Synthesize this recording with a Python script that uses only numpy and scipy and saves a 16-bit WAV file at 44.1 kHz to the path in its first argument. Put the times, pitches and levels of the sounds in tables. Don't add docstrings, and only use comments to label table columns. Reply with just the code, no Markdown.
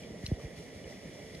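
import sys
import numpy as np
from scipy import signal
from scipy.fft import rfft, irfft
from scipy.io import wavfile
from scipy.ndimage import uniform_filter1d

SR = 44100
rng = np.random.default_rng(int(sys.argv[2]) if len(sys.argv) > 2 else 0)


def gain_from_db(level_db):
    decades = np.asarray(level_db, float) / 20
    return 10 ** decades


def generate_wav(sig):
    pcm = np.round(np.clip(np.atleast_2d(sig).T, -1, 1) * 32767).astype(np.int16)
    wavfile.write(sys.argv[1], SR, pcm)


N = 61739
TIME_S = np.arange(N) / SR
FREQ_HZ = np.fft.rfftfreq(N, 1 / SR)

# (time [s], level [dB])
SURGES = [(0, 3.5), (.15, -1.5), (.2, 0), (.25, 6.5), (.275, 6.5), (.31, 2.5), (.38, -2), (.42, 5),
          (.47, 0.5), (.555, 0.5), (0.569, 5.5), (.73, 0), (.75, 4), (.85, -0.5), (0.889, 4.5), (.925, 4.5),
          (.98, 1.5), (1.4, 3)]
# (pitch [Hz], width [Hz], level [dB], left over right [dB], right port ahead [radians])
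WINDSHIELD = [(176, 109, 2, -0.5, -0.25), (289, 90, -2.5, -2, -0.5), (448, 137, -1, -3.5, 0.21),
              (600, 120, -4.5, -6, 0.68), (1960, 260, -11.5, -5, 0.81), (2245, 310, -16, -1.5, .5),
              (2950, 134, -18.5, -1, -1), (3368, 167, -17.5, 0.5, 0.48), (5000, 570, -25.5, 0.5, 3),
              (5600, 400, -19, 1.5, 3), (7630, 480, -27.5, 4.5, 3.5), (8420, 540, -25.5, 2, -3.5),
              (9570, 390, -28.5, -3, -2), (10460, 370, -35, -8, 1)]
# (frequency [Hz], level per hertz [dB])
AIR_COLOUR = [(40, 4.5), (90, 4.5), (600, -6), (1000, -15.5), (1500, -17.5), (4200, -16.5), (7000, -18.5),
              (13500, -32)]
# (centre [Hz], width [Hz], depth [0 to 1])
SHARED_DIP = (7910, 340, 0.76)
DIFFERENCE_DIP = (6400, 300, .75)
# (time [s], level [dB], rise [ms])
BUMPS = [(.2326, -31, 10), (.2762, -35.5, 16), (.3140, -20.7, 11), (.4372, -35, 11), (.4395, -38, 17),
         (.4305, -39, 7), (.5718, -43, 11), (.02, -48, 18), (.1044, -46, 14), (.3739, -46, 14),
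         (.7476, -47, 16), (.845, -45, 18), (.9394, -48, 12), (1.035, -50, 24), (1.2279, -48, 12),
         (1.3, -46, 20), (1.352, -48, 16)]
# (time [s], level [dB], pitch [Hz])
POPS = [(.397, -47, 1200), (.842, -43, 2950), (.354, -52, 3850), (.034, -42, 2350), (.035, -47, 3200),
        (.923, -40, 2000), (.3152, -34, 410), (.2592, -41, 4800), (.2612, -38, 4750), (.2640, -38, 5300),
        (1.3478, -47, 4800), (1.3503, -47, 5300), (.4330, -42, 330)]
# (time [s], level [dB], brightness [dB per octave])
TICKS = [(.2580, -41, 5), (.2600, -36, 5), (.2614, -31, 4), (.2631, -33, 2), (.26405, -20, 0),
         (.26477, -29, 2), (.2668, -35, 3), (.2690, -40, 4), (.2702, -38, -2), (.2709, -37, 2),
         (1.3484, -39, 5), (1.3506, -38, 2), (1.3514, -40, 2)]
# (pitch [Hz], level [dB], time to fall 60 dB [s])
POT_TONES = [(2750, -11, .006), (3080, -6, .006), (3500, -13, .004), (3850, -4, .005), (4170, 0, .005),
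             (4700, -6, .005), (5170, -7, .007), (5660, -8, .007), (6280, -17, .005), (6920, -16, .006),
             (7450, -18, .006), (9160, -26, .005), (10300, -17, .005), (12600, -25, .004)]
# (time [s], length [s], level [dB], lowest [Hz], highest [Hz])
SCRAPE = (.2768, .0032, -57, 9300, 12200)
# (lowest [Hz], highest [Hz])
JOINED_BAND = (10900, 13600)

FLAME_DB, FLICKER_DB, FLICKER_PER_S = -47.5, 1.5, 30
FLAME_SURGE_SHARE = 0.56
LULL_S, LULL_LENGTH_S, LULL_DB = 0.268, 0.027, -9
AIR_DB, ALIKE_BELOW_HZ = -54.5, 460
PORT_SHARE = 0.65
TURNS_PER_E, CREST_MS = 1.36, 9.0
BUMP_SHARPNESS, GROUND_TOP_HZ = 1.92, 900
BUMP_PAN_DB, BUMP_LAG_S = -0.6, 0.00013
POP_T60_S, POP_RISE_S = 0.022, 0.00068
TICK_RISE_S, POT_LOW_HZ = 0.0004, 2400
POT_PAN_DB, POT_LAG_S = 2, 0.00006
MIC_LOW_HZ, MIC_TOP_HZ = 46.4, 14300


def unit(x):
    return x / np.sqrt(np.mean(x ** 2))


def flicker():
    hold = int(SR / FLICKER_PER_S)
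    steps = np.repeat(rng.standard_normal(N // hold + 1), hold)
    smooth = uniform_filter1d(uniform_filter1d(steps, hold), hold)
    return 1.4 * smooth[:N]


def flame(surge_db):
    f = FREQ_HZ + 1
    lull_db = LULL_DB * np.exp(-((TIME_S - LULL_S) / LULL_LENGTH_S) ** 2)
    out = 0
    for hz, width, db, pan_db, lead in WINDSHIELD:
        resonance = 1 / (1 + ((f * f - hz * hz) / (f * width)) ** 2 / 2)
        band = rfft(rng.standard_normal(N)) * resonance
        left = irfft(band, N) * gain_from_db(pan_db / 2)
        right = irfft(band * np.exp(1j * lead), N) * gain_from_db(-pan_db / 2)
        change_db = surge_db if hz > 1000 else lull_db
        out = out + np.array([left, right]) * gain_from_db(db + change_db + FLICKER_DB * flicker())
    return unit(out) * gain_from_db(FLAME_DB)


def housing_dip(f, hz, width, depth):
    return 1 - np.clip(depth, 0, 1) * np.exp(-((f - hz) / width) ** 2)


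def air(surge_db):
    f = FREQ_HZ + 1
    colour_hz, colour_db = np.array(AIR_COLOUR).T
    colour = gain_from_db(np.interp(np.log(f), np.log(colour_hz), colour_db)) * np.minimum(f / 40, 1) ** 2
    shared = rfft(rng.standard_normal(N)) * colour
    own = rfft(rng.standard_normal(N)) * colour
    share = np.clip(PORT_SHARE, 0, 1) / (1 + (3500 / f) ** 4)
    difference = 1j * share * shared + np.sqrt(1 - share ** 2) * own
    difference = difference / np.sqrt(1 + (ALIKE_BELOW_HZ / np.maximum(f, 200)) ** 2)
    shared = shared * housing_dip(f, *SHARED_DIP)
    difference = difference * housing_dip(f, *DIFFERENCE_DIP)
    pair = np.array([shared + difference, shared - difference])
    treble = 1 / (1 + (1500 / f) ** 2)
    steady = irfft(pair * (1 - treble), N)
    surging = irfft(pair * treble, N) * gain_from_db(surge_db)
    return unit(steady + surging) * gain_from_db(AIR_DB)


def ports(x, pan_db, lag_s):
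    left = irfft(rfft(x) * np.exp(-2j * np.pi * FREQ_HZ * lag_s), N)
    return np.array([left * gain_from_db(pan_db / 2), x * gain_from_db(-pan_db / 2)])


def bumps():
    out = 0
    for at, db, rise_ms in BUMPS:
        age_ms = np.maximum(1000 * (TIME_S - at), 1e-3)
        swell = (age_ms / rise_ms * np.exp(1 - age_ms / rise_ms)) ** BUMP_SHARPNESS
        wave = np.cos(2 * np.pi * TURNS_PER_E * np.log(age_ms / CREST_MS))
        out = out + gain_from_db(db) * swell * wave
    ground = signal.butter(2, GROUND_TOP_HZ, fs=SR, output="sos")
    return ports(signal.sosfiltfilt(ground, out), BUMP_PAN_DB, BUMP_LAG_S)


def ring(at, hz, t60, rise_s):
    age = np.maximum(TIME_S - at, 0)
    fade = np.exp(-np.log(1000) * age / t60)
    return np.sin(2 * np.pi * hz * age) * fade * (1 - np.exp(-age / rise_s))


def pops():
    out = 0
    for at, db, hz in POPS:
        out = out + gain_from_db(db) * ring(at, hz, POP_T60_S, POP_RISE_S)
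    return ports(out, POT_PAN_DB, POT_LAG_S)


def ticks():
    out = 0
    for at, db, tilt_db in TICKS:
        for hz, tone_db, t60 in POT_TONES:
            level_db = db + tone_db + tilt_db * np.log2(hz / 4000)
            out = out + gain_from_db(level_db) * ring(at, hz, t60, TICK_RISE_S)
    thin = signal.butter(3, POT_LOW_HZ, "high", fs=SR, output="sos")
    return ports(signal.sosfilt(thin, out), POT_PAN_DB, POT_LAG_S)


def scrape():
    at, length, db, low_hz, high_hz = SCRAPE
    band = signal.butter(3, (low_hz, high_hz), "band", fs=SR, output="sos")
    hiss = signal.sosfilt(band, rng.standard_normal(N))
    return unit(hiss) * gain_from_db(db) * np.exp(-((TIME_S - at) / length) ** 2)


def scene():
    surge_db = np.interp(TIME_S, *np.array(SURGES).T)
    stove = flame(FLAME_SURGE_SHARE * surge_db) + air(surge_db)
    return stove + bumps() + pops() + ticks() + scrape()


def low_pass(x):
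    return signal.sosfilt(signal.butter(12, 14320, fs=SR, output="sos"), x)


def record(dry):
    f = FREQ_HZ + 1
    mid = rfft(dry[0] + dry[1]) / 2
    side = rfft(dry[0] - dry[1]) / 2
    mid = mid / (1 + (MIC_LOW_HZ / f) ** 4) / (1 + (f / MIC_TOP_HZ) ** 40)
    side = side * ((f < JOINED_BAND[0]) | (f > JOINED_BAND[1]))
    mid, side = irfft(mid, N), irfft(side, N)
    return low_pass(np.array([mid + side, mid - side]))


dry = scene()
out = record(dry)
generate_wav(out)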